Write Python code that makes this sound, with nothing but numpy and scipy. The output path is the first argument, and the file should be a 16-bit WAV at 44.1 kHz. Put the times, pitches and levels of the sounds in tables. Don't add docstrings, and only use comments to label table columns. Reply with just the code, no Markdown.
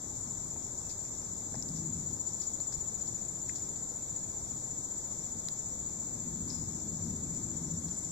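import sys
import numpy as np
from scipy import signal
from scipy.fft import rfft, irfft
from scipy.io import wavfile
from scipy.ndimage import uniform_filter1d

SR = 44100
rng = np.random.default_rng(int(sys.argv[2]) if len(sys.argv) > 2 else 0)


def pcm_store(signal):
    levels = np.round(np.clip(np.atleast_2d(signal), -1, 1) * 32767)
    wavfile.write(sys.argv[1], SR, levels.astype(np.int16).T)


def gain_from_db(level_db):
    decades = np.asarray(level_db, float) / 20
    return 10 ** decades


N = 357651
T = np.arange(N) / SR


def evened(x):
    return x / np.sqrt(np.mean(x ** 2) + 1e-20)


def read(points, hz):
    f, *columns = np.transpose(points)
    return np.array([np.interp(np.log(hz + 1), np.log(f + 1), c) for c in columns])


def follow(rows):
    s, *columns = np.transpose(rows)
    return [np.interp(T, s, c) for c in columns]


def sides(pan_db):
    return gain_from_db(np.array([pan_db / 2, -pan_db / 2]))


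def wander(per_s):
    knots = rng.standard_normal(int(T[-1] * 60) + 9)
    return evened(np.interp(T * np.minimum(per_s, 60), np.arange(len(knots)), knots))


def add(mix, at, sound):
    part = mix[..., at:at + sound.shape[-1]]
    part += sound[..., :part.shape[-1]]


def resonate(x, hz, width):
    turn = np.exp(2j * np.pi * hz * np.arange(x.shape[-1]) / SR)
    r = np.exp(-np.pi * width / SR)
    smooth = signal.lfilter([(1 - r) ** 2], [1, -2 * r, r * r], x / turn)
    return 2 * (turn * smooth).real


def hiss(gain, same, patchy_db):
    a, b, c, d, patches = rng.standard_normal((N // 256 + 5, 513, 5)).T
    patches = uniform_filter1d(patches, size=12, axis=0)
    patches = evened(uniform_filter1d(patches, size=14, axis=1))
    same = np.clip(same, -1, 1)[:, None]
    left = a + 1j * b
    right = same * left + np.sqrt(1 - same ** 2) * (c + 1j * d)
    z = np.array([left, right]) * gain[..., None] * gain_from_db(patchy_db * patches)
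    return signal.istft(z, nperseg=1024, noverlap=768)[1][:, :N]


# (place in the stroke [0-1], pitch [share of the top], level [dB])
WING_STROKE = [(0, .97, -5), (.12, .983, -2), (.45, 1.0, 0), (.7, .991, -2), (.88, .968, -6),
               (1, .948, -12)]


def cricket(strokes, top_hz, ms, uneven_db):
    place = np.linspace(0, 1, int(ms * SR / 1000))
    u, share, db = np.transpose(WING_STROKE)
    fade = np.clip(np.minimum(place, 1 - place) / 0.053, 0, 1)
    size = gain_from_db(np.interp(place, u, db)) * fade
    angle = 2 * np.pi * np.cumsum(top_hz * np.interp(place, u, share)) / SR
    stroke_length = ms / 1000 * np.mean(np.diff(strokes)) * SR
    starts = np.flatnonzero(np.diff(np.floor(strokes + .45 * stroke_length)) > 0)
    song = np.zeros(N, complex)
    for at, (pitch, force, phase) in zip(starts, rng.standard_normal((600, 3))):
        tone = np.exp(1j * (angle * (1 + .002 * pitch) + 9 * phase))
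        add(song, at, gain_from_db(uneven_db * force) * size * tone)
    return song


# (time [s], peak left [dB], peak right [dB])
NEAREST = [(0, -38.5, -43), (1, -40.5, -44.5), (1.75, -38, -44), (2.2, -30.5, -42), (2.75, -30, -42),
           (3.3, -34, -42.5), (4.3, -35, -41), (5.3, -35.5, -42.5), (6.2, -37, -42.5), (7.3, -35.5, -43),
           (8.11, -33.5, -41)]
SECOND_SINGER = [(0, -47, -47), (3.2, -48, -48), (4, -47, -44), (8.11, -48, -46)]
THIRD_SINGER = [(0, -41, -60), (4, -41.5, -52), (8.11, -50.5, -45)]
# (time [s], lead of its beat [strokes])
NEAREST_LEAD = [(0, -.56), (2.5, -.51), (4.5, -.47), (5.8, -.52), (8.11, -.7)]
SECOND_SINGER_LEAD = [(0, -.5), (2, -.5), (4, -.64), (6.4, -.59), (8.11, -.47)]
THIRD_SINGER_LEAD = [(0, -.31), (8.11, -.26)]


def singer(rows, lead, per_s, top_hz, ms, boost_db):
    song = cricket(per_s * T + follow(lead)[0], top_hz, ms, uneven_db=0.44)
    right = song * np.exp(1j * (1.6 + 0.5 * wander(0.883)))
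    flutter_db = 0.24 * np.array([wander(50), wander(46)])
    return gain_from_db(np.array(follow(rows)) + boost_db + flutter_db) * np.array([song, right]).real


# (time [s], level [dB], left-right [dB])
CHORUS_LEVEL = [(0, -45.5, 6), (2, -45, 3), (4, -46, 2), (6, -44, 6), (8.11, -48.5, 7)]
# (top pitch [Hz], spread [Hz], level [dB], left-right [dB])
CHORUS_CROWDS = [(7370, 90, -4, 2), (7150, 110, -2, -1), (6950, 140, -1.5, 0), (7620, 130, -10, -2),
                 (6760, 190, -10, 2)]


def chorus():
    out = np.zeros((2, N))
    for hz, spread, db, pan_db in CHORUS_CROWDS:
        for beat, start, pitch, size, side in rng.random((6, 5)):
            strokes = T * (13.5 + 3.5 * beat) + start
            song = cricket(strokes, hz + spread * (2 * pitch - 1), 24, uneven_db=3.0)
            gains = gain_from_db(db - 11.0 * size) * sides(pan_db + 12 * (side - .5))
            out += gains[:, None] * np.array([song.real, song.imag])
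    level_db, pan_db = follow(CHORUS_LEVEL)
    return gain_from_db(level_db) * sides(pan_db) * evened(out)


# (time [s], level [dB], left-right [dB])
TRILL_LEVEL = [(0, -56, -7), (3, -56, -4), (5, -57, -4), (6.5, -61, 9.5), (8.11, -48, 0)]


def triller():
    level_db, pan_db = follow(TRILL_LEVEL)
    song = cricket(49.5 * T + 0.8 * wander(1.7), 7885, 11, uneven_db=3.5)
    pair = evened(np.array([song.real, song.imag]))
    return gain_from_db(level_db + 2.5 * wander(8.8)) * sides(pan_db) * pair


def buzz():
    clicks = rng.standard_normal((2, N)) * (1 + 0.23 * wander(25))
    level = gain_from_db(-59.5 + .7 * wander(1.7))
    return level * sides(11.6)[:, None] * evened(resonate(clicks, 5954, 760))


# (frequency [Hz], density [dB per Hz])
ROAR_SPECTRUM = [(12, -40), (20, -7), (55, -3), (97, 1), (129, 0.5), (167, -0.5), (290, -5.5), (326, -6.5),
                 (408, -12.5), (867, -20), (1200, -27.5), (1560, -38), (2640, -120)]
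# (frequency [Hz], likeness [0-1])
ROAR_COHERENCE = [(60, 1), (200, 0.85), (450, 0.73), (800, 0.5), (1300, 0.072)]
# (frequency [Hz], width [Hz], level [dB])
ENGINE_DRONE = [(166.5, 19.8, 0), (330, 25, -12), (231.6, 58, -1.5), (90, 19, -5)]
# (closest time [s], half length [s], rumble [dB], engine drone [dB])
VEHICLES = [
    (0, 0.4, -49, -50.5),
    (1.81, 0.24, -42, -41),
    (5.395, 0.12, -68, -45.5),
    (6.583, 0.37, -42.5, -45),
    (7.09, 0.074, -55, -37.5),
    (7.293, 0.035, -47, -39.5),
    (7.2, 0.46, -42.5, -44.5),
    (7.722, 0.37, -47, -47),
]


def traffic():
    hz = np.fft.rfftfreq(1024, 1 / SR)
    s, half, rumble_db, drone_db = np.transpose(VEHICLES)[..., None]
    near = np.exp(-((T - s) / half) ** 2)
    swell = np.sqrt(gain_from_db(-48.5) ** 2 + (near * gain_from_db(rumble_db) ** 2).sum(0))
    engine = np.sqrt(gain_from_db(-61) ** 2 + (near * gain_from_db(drone_db) ** 2).sum(0))
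    engine = engine * gain_from_db(2 * wander(6.7))
    roar = evened(hiss(gain_from_db(read(ROAR_SPECTRUM, hz)), read(ROAR_COHERENCE, hz)[0], patchy_db=0.7))
    low = resonate(roar, 214, 570)
    noise = rng.standard_normal(N)
    drone = evened(sum(gain_from_db(db) * evened(resonate(noise, f, w)) for f, w, db in ENGINE_DRONE))
    mix = gain_from_db(-46.5) * (roar - low) + gain_from_db(-2.0) * swell * low + gain_from_db(-3.0) * engine * drone
    return sides(2.7)[:, None] * mix


# (frequency [Hz], left [dB per Hz], right [dB per Hz])
AIR_SPECTRUM = [(302, -100, -101), (886, -87, -90), (1434, -94, -95.5), (2240, -100, -101),
                (2995, -101, -101), (3716, -96, -96.5), (4400, -96.5, -98), (6000, -92.5, -95),
                (6135, -84, -102), (7388, -70, -76.5), (8020, -92, -94), (8450, -106, -102),
                (11530, -105.5, -98), (13700, -104.5, -101.5)]


def air():
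    hz = np.fft.rfftfreq(1024, 1 / SR)
    unit = evened(hiss(np.ones((1, 513)), 0 * hz, patchy_db=0.7))
    spectrum = gain_from_db(read(AIR_SPECTRUM, np.fft.rfftfreq(N, 1 / SR))) * np.sqrt(SR / 2)
    return irfft(rfft(unit) * spectrum, N)


# (frequency [Hz], 60 dB decay time [s])
WOOD_DECAY = [(1000, 1), (5000, 0.85), (9000, 0.93)]


def echo(x):
    taps = np.zeros((2, SR // 2))
    at = np.arange(200, SR // 2 - 20, 20) + rng.integers(0, 20, (2, (SR // 2 - 201) // 20))
    np.put_along_axis(taps, at, rng.choice([-1., 1.], at.shape), 1)
    hz, t, z = signal.stft(taps, SR, nperseg=256)
    tail = signal.istft(z * gain_from_db(-60 * t / read(WOOD_DECAY, hz).T), SR, nperseg=256)[1]
    tail = tail / np.linalg.norm(tail[0])
    return signal.oaconvolve(x * np.ones((2, 1)), tail, axes=1)[:, :N]


# (time [s], peak [dB], ring [Hz], left-right [dB])
WOOD_KNOCKS = [
    (0.562, -46.5, 727, 2.5),
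    (1.543, -40, 700, 3.6),
    (1.544, -52, 2000, 3.6),
    (1.551, -43, 900, 3.6),
    (1.558, -54, 1900, 3.6),
    (2.602, -46.5, 725, 1.5),
    (2.723, -52, 1500, 3.7),
    (3.495, -39, 2400, 3.7),
]
TWIG_TICKS = [
    (1.542, -47, 5990, 9),
    (1.5544, -43, 5470, 8),
    (1.6249, -37, 5770, 15),
    (1.6881, -40, 5440, 12),
    (1.7604, -40, 5930, 9),
    (3.557, -46, 5960, 5),
]
LEAF_TAPS = [
    (2.6004, -50, 4400, 10),
    (3.0735, -48.5, 4375, -15),
    (3.7599, -54.5, 4420, 19),
    (5.4963, -54, 4400, -4),
    (7.8862, -48.5, 4400, -10),
]
HAND_BUMP = [
    (2.77, -47, 60, -11),
]
# (time [s], peak [dB], left-right [dB], dies in [ms])
LEAF_RUSTLES = [
    (0.8944, -41, 9, 26),
    (1.7644, -50, 12.5, 34),
    (2.2692, -41.5, 8, 40),
    (2.3984, -43, 10, 24),
    (2.4154, -40.5, 7, 36),
    (2.7227, -40.5, 11, 30),
    (3.0066, -53, 11, 27),
    (3.5553, -42, 4, 36),
    (6.482, -46, 10, 80),
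]
# (ring [Hz], width [Hz], peak [dB], left-right [dB], dies in [ms])
TWIG_SNAP = [
    (4200, 1300, -27.5, -12, .4),
    (6800, 2600, -32.5, -7, .7),
    (2600, 1600, -53, -3, .6),
    (11300, 6000, -33, -6, .7),
]
# (frequency [Hz], gain [dB])
PORT_RESPONSE = [(2000, 2.5), (2900, -12.5), (3700, -1), (7800, 7.5), (8900, -12.5), (10800, 4),
                 (13000, -9), (14600, -9)]
# (width [Hz], dies in [ms])
TICK_RING, TAP_RING, KNOCK_RING, BUMP_RING = (1500, 1.1), (2400, 3.5), (700, 1.5), (40, 12)


def litter():
    out, t = np.zeros((2, N)), T[:6000]
    kinds = (TWIG_TICKS, TICK_RING), (LEAF_TAPS, TAP_RING), (WOOD_KNOCKS, KNOCK_RING), (HAND_BUMP, BUMP_RING)
    events = [row + ring for rows, ring in kinds for row in rows]
    events += [(5.4861, db, hz, pan_db, width, ms) for hz, width, db, pan_db, ms in TWIG_SNAP]
    events += [(s, db, 5720, pan_db, 4600, ms) for s, db, pan_db, ms in LEAF_RUSTLES]
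    for s, db, hz, pan_db, width, ms in events:
        crackle = rng.standard_normal((2, len(t))) * gain_from_db(2.7 * rng.exponential(1, len(t)))
        crackle[:, 0] = 4.3
        crackle[1] = crackle[int(hz > 1000)]
        crackle *= np.exp(-t * 1000 / max(ms, .1))
        burst = resonate(crackle, hz, width) + 0.16 * resonate(crackle, 2.12 * hz, 1.9 * width)
        burst = burst / abs(burst).max(1, keepdims=True)
        add(out, round(s * SR), gain_from_db(db + 3.0) * sides(pan_db)[:, None] * burst)
    return irfft(rfft(out) * gain_from_db(read(PORT_RESPONSE, np.fft.rfftfreq(N, 1 / SR))), N)


# (time [s], pitch [Hz], level [dB])
BIRD_CHIP = [
    (6.478, 11800, -56),
    (6.484, 9200, -64),
    (6.491, 7600, -45),
    (6.497, 6400, -42),
    (6.502, 5400, -41),
    (6.507, 4750, -38),
    (6.509, 4400, -50),
    (6.514, 3500, -52),
]


def bird():
    hz, db = follow(BIRD_CHIP)
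    gate = np.clip(np.minimum(T - BIRD_CHIP[0][0], BIRD_CHIP[-1][0] - T) / 0.0048, 0, 1)
    hoarse = 1 + .5 * evened(uniform_filter1d(rng.standard_normal(N), size=40))
    tone = np.sin(2 * np.pi * np.cumsum(hz) / SR)
    return sides(8.5)[:, None] * gate * hoarse * gain_from_db(db) * tone


def scene():
    near = singer(NEAREST, NEAREST_LEAD, 14.735, 7140, 24.5, boost_db=3.8)
    near += singer(SECOND_SINGER, SECOND_SINGER_LEAD, 14.6, 7385, 22, boost_db=6.0)
    near += singer(THIRD_SINGER, THIRD_SINGER_LEAD, 15.45, 7390, 23, boost_db=3.0)
    far, high, leaves, chip = chorus(), triller(), litter(), bird()
    wet = echo(gain_from_db(-12.5) * near + gain_from_db(0.0) * far + gain_from_db(-10.5) * high + gain_from_db(-15.0) * leaves + gain_from_db(-0.5) * chip)
    direct = near + gain_from_db(-8.5) * far + gain_from_db(-6.5) * high + leaves + chip
    return direct + wet + buzz() + traffic() + air()


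def low_pass(x):
    return signal.sosfilt(signal.butter(12, 15610, fs=SR, output="sos"), x)


# (frequency [Hz], left [dB per Hz], right [dB per Hz])
AUDIBLE_FLOOR = [(1410, -106, -106), (2263, -102, -102), (2662, -96, -98.5), (2877, -91.5, -83),
                 (3256, -98.5, -97.5), (3645, -102, -102), (8200, -100, -100), (8440, -90.5, -94),
                 (9000, -90, -99), (9800, -94, -102), (10600, -100, -103), (11500, -103, -103.5),
                 (14530, -103, -103), (14700, -85, -85)]


def record(dry):
    cut = signal.lfilter(*signal.butter(2, 34, "high", fs=SR), dry)
    shape = dict(window="cosine", nperseg=2048, noverlap=1024, scaling="psd")
    hz, _, z = signal.stft(cut, SR, **shape)
    power = uniform_filter1d(2 * abs(z) ** 2, size=8, axis=1)[:, 3:1020:6]
    keep = power > gain_from_db(read(AUDIBLE_FLOOR, hz[3:1020:6]))[..., None] ** 2
    z[:, :1020] *= np.repeat(keep, 6, axis=1)
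    mix = signal.istft(z, SR, **shape)[1][:, :N] - .0005
    return low_pass(mix)


dry = scene()
out = record(dry)
pcm_store(out)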